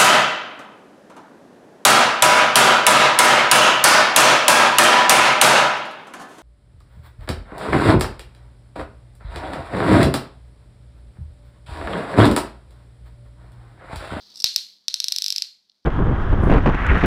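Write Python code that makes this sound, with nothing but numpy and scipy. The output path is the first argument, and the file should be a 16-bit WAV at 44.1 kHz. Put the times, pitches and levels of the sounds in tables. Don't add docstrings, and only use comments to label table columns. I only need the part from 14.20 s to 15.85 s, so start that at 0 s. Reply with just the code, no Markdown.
import numpy as np
from scipy import signal
from scipy.fft import rfft, irfft, next_fast_len
from scipy.io import wavfile
from scipy.ndimage import uniform_filter1d
import sys
import numpy as np
from scipy import signal
from scipy.fft import rfft, irfft, next_fast_len
from scipy.io import wavfile
from scipy.ndimage import uniform_filter1d

SR = 44100
rng = np.random.default_rng(int(sys.argv[2]) if len(sys.argv) > 2 else 0)


def master_out(mix):
    frames = np.transpose(np.atleast_2d(mix))
    ceiling = np.clip(frames, -1, 1)
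    pcm = np.round(ceiling * 32767).astype(np.int16)
    wavfile.write(sys.argv[1], SR, pcm)


N = 72765
SIZE = next_fast_len(2 * N)
HZ = np.arange(SIZE // 2 + 1) * SR / SIZE
TIME = np.arange(N) / SR


def from_db(db):
    return 10 ** (np.asarray(db) / 20)


def rms_one(x):
    return x / np.sqrt(np.mean(x ** 2) + 1e-20)


def at_hz(points, hz):
    f, value = np.transpose(points)
    return np.interp(np.log(hz + 1), np.log(f), value)


def fader(points):
    return from_db(np.interp(TIME, *np.transpose(points)))


def colour(x, points):
    cepstrum = irfft(np.log(from_db(at_hz(points, HZ))), SIZE)
    cepstrum[1:SIZE // 2] *= 2
    cepstrum[SIZE // 2 + 1:] = 0
    return irfft(rfft(x, SIZE) * np.exp(rfft(cepstrum)), SIZE)[:N]


def delay(s):
    return np.exp(-2j * np.pi * HZ * s)


def echo(ms, gain):
    return gain * delay(ms / 1000)


def background():
    # f/Hz, level/dB
    hiss_eq = [(30, -6.5), (100, -6.5), (200, 0.5), (400, -2.5), (1000, -6), (2000, -9.5), (5000, -6),
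               (15000, -29)]
    # t/s, level/dB
    bed_fade = [(0, -2), (.23, -1), (.3, -4), (.6, -14), (.8, -13.5), (1.25, -17), (1.65, -18.5)]
    hum_hz = 200
    hiss = from_db(-61) * rms_one(colour(rng.standard_normal(N), hiss_eq))
    hum = from_db(-71.5) * rms_one(np.sin(2 * np.pi * hum_hz * TIME))
    return fader(bed_fade) * (hiss + hum)


def corona():
    # t/s, level/dB
    sizzle_fade = [(0, -53.5), (.12, -51.5), (.23, -56), (.26, -54), (.52, -53), (.6, -64.5), (.68, -66.5),
                   (1.3, -77), (1.45, -70.5), (1.65, -74.5)]
    # f/Hz, level/dB
    sizzle_eq = [(1000, -49), (2400, -33), (3000, -11), (3500, -2), (4500, 5), (5100, -1), (6200, -10.5),
                 (7200, -25.5), (8200, -24.5), (9800, -32), (11500, -22.5), (15500, -25)]
    clicks_per_s, spread_db = 4000, 3.5
    fires = rng.random(N) < clicks_per_s / SR
    sizes = from_db(spread_db * np.minimum(rng.exponential(1, N), 5))
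    polarity = rng.choice([-1, 1], N)
    return fader(sizzle_fade) * rms_one(colour(fires * sizes * polarity, sizzle_eq))


def streamers():
    # t/s (negative wraps to the end), length/s, strength/dB
    spits = [(-0.0054, .001, -47), (0.102, .001, -32.5), (0.141, .003, -32.5), (.1495, .001, -32.5),
             (0.157, 0.0044, -20.5), (0.168, .002, -29.5), (0.1717, .004, -20), (0.176, .004, -22.5),
             (.182, .002, -29), (0.189, .009, -22), (0.2013, .003, -9), (.206, .005, -17),
             (0.2213, .0025, -11.5), (0.224, 0.0048, -23), (0.34, .006, -18.5)]
    # f/Hz, level/dB
    spit_eq = [(2700, -10.5), (3600, 0), (5500, 2), (8300, 2), (11300, 0.5), (15000, -1.5)]
    rate_hz, jitter_periods, max_spikes = 2800, .11, 64
    out = np.zeros(N)
    for s, length, db in spits:
        jitter, scatter = rng.standard_normal((2, max_spikes))
        count = int(np.clip(length * rate_hz, 2, max_spikes))
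        when = s + (np.arange(count) + jitter_periods * jitter[:count]) / rate_hz
        sizes = from_db(3 * scatter[:count])
        out[(when * SR).astype(int)] -= from_db(db) * sizes / np.linalg.norm(sizes)
    return colour(out, spit_eq)


def sparks():
    # t/s, strength/dB, nearest echo delay/ms, signed echo gain, loss at treble_hz/dB
    hits = [(0.2425, 16.5, 0.42, -0.15, 4), (0.3617, 9.5, 0.43, -0.13, 0), (.6828, 5, 0.41, -0.29, 8),
            (0.742, 4, .42, -0.36, 2.5), (.8023, 3, 0.41, -0.28, 2.5), (0.8427, 1.8, .42, -0.2, 0),
            (0.8838, 1.54, .42, -0.31, 0), (.9222, 2.1, 0.41, -0.2, -2), (0.9243, -2.5, 0.44, -.38, 2.5),
            (.9625, -0.1, 0.425, -0.28, -1), (0.9848, -0.1, 0.44, -0.13, -2),
            (1.0218, 0.1, 0.42, -0.31, -0.5), (1.0426, -2, 0.462, -0.3, -3.5),
            (1.0627, 1.3, 0.42, -0.21, 2), (1.0824, -2.7, 0.48, -0.35, -2.5),
            (1.104, 1.1, 0.45, -0.22, -0.5), (1.1247, -1.5, .45, -0.17, -1.5),
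            (1.162, -0.5, 0.4, 0.17, 0.5), (1.1823, 0, 0.48, -0.39, 3.5), (1.222, 2, 0.308, -0.13, 4.5)]
    treble_hz = 12000
    spectrum = 0
    for s, db, echo_ms, echo_gain, loss_db in hits:
        spike = from_db(db - loss_db * (HZ / treble_hz) ** 2) * delay(s)
        spectrum += spike * (1 + echo(echo_ms, echo_gain))
    band_limit = 1 - (2 * HZ / SR) ** 20
    return -irfft(spectrum * band_limit, SIZE)[:N]


def near_field(spikes):
    # delay/ms, signed gain
    reflections = [(.363, 0.43), (1.196, 0.16), (1.687, 0.04), (2.532, 0.19), (3.3, 0.017), (9.0, 0.049),
                   (10.4, 0.027), (18.5, 0.079)]
    # f/Hz, level/dB
    snap_eq = [(200, -32), (1200, -36), (1500, -12.5), (2000, -12.5), (2600, -3), (3200, -3.5),
               (3900, 15.5), (5400, 13), (6100, 3), (6800, -1.5), (8000, -3.5), (9700, -11), (11200, -4),
               (13500, -11), (15500, -15.5)]
    paths = 1 + sum(echo(ms, gain) for ms, gain in reflections)
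    arrivals = irfft(rfft(spikes, SIZE) * paths, SIZE)[:N]
    return colour(arrivals, snap_eq)


def room(spikes):
    # f/Hz, level/dB
    reverb_eq = [(200, -43), (600, -30.5), (1200, -29), (2000, -18), (3000, -12), (3700, -3.5), (4200, 5),
                 (5200, -2), (6200, -10), (8000, -17.5), (9900, -27), (11200, -17.5), (15500, -28.5)]
    # f/Hz, t60/s
    decay_times = [(500, 0.14), (2000, .38), (4300, 0.35), (8000, 0.32), (14000, 0.34)]
    return_db, build_s, grain_db, grain_s = 1, 0.0081, 8.5, 0.048
    grain = from_db(grain_db * np.exp(-TIME / grain_s) * rng.standard_normal(N))
    grain /= np.sqrt(uniform_filter1d(grain ** 2, size=400))
    noise = rfft(grain * rng.standard_normal(N), SIZE)
    edges_hz = np.geomspace(60, SR / 2, 13)
    tail = np.zeros(N)
    for low, high in zip(edges_hz, edges_hz[1:]):
        band = irfft(noise * ((HZ >= low) & (HZ < high)), SIZE)[:N]
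        t60 = at_hz(decay_times, np.sqrt(low * high))
        tail += band * np.exp(-np.log(1000) * TIME / t60)
    tail *= 1 - np.exp(-TIME / build_s)
    wet = signal.fftconvolve(spikes, tail / np.linalg.norm(tail))[:N]
    return from_db(return_db) * colour(wet, reverb_eq)


def ticks():
    # t/s, strength/dB
    clicks = [(1.497, -40), (1.4973, -37), (1.4987, -34.5), (1.518, -41)]
    # f/Hz, level/dB
    tick_eq = [(1500, -33), (2700, -1), (4300, 18), (5400, 11), (7000, -17), (12000, -28)]
    out = np.zeros(N)
    for s, db in clicks:
        out[int(s * SR)] += from_db(db)
    return colour(out, tick_eq)


def scene():
    spit_send_db = -8.5
    spits, snaps = streamers(), sparks()
    close = near_field(snaps + spits)
    reverb = room(snaps + from_db(spit_send_db) * spits)
    return (close + reverb + ticks() + corona() + background())[None]


def record(dry):
    # f/Hz, level/dB
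    treble_eq = [(10500, 0), (13000, -1.5), (15500, -5)]
    oversample, ceiling, knee, bias = 4, .82, 12, .04
    thump_db, thump_hz = -24, 162
    low_cut_hz, high_cut_hz = 29, 16000
    fine = signal.resample_poly(dry, oversample, 1, axis=-1)
    limit = ceiling * (1 + bias * np.sign(fine))
    clipped = fine / (1 + np.abs(fine / limit) ** knee) ** (1 / knee)
    recovery = signal.butter(2, thump_hz, fs=oversample * SR, output="sos")
    thump = from_db(thump_db) * signal.sosfilt(recovery, np.abs(fine - clipped))
    out = signal.resample_poly(clipped + thump, 1, oversample, axis=-1)
    out = signal.sosfilt(signal.butter(1, low_cut_hz, "high", fs=SR, output="sos"), out)
    out = colour(out[0], treble_eq)[None]
    return signal.sosfiltfilt(signal.butter(12, high_cut_hz, fs=SR, output="sos"), out)


dry = scene()
out = record(dry)
master_out(out)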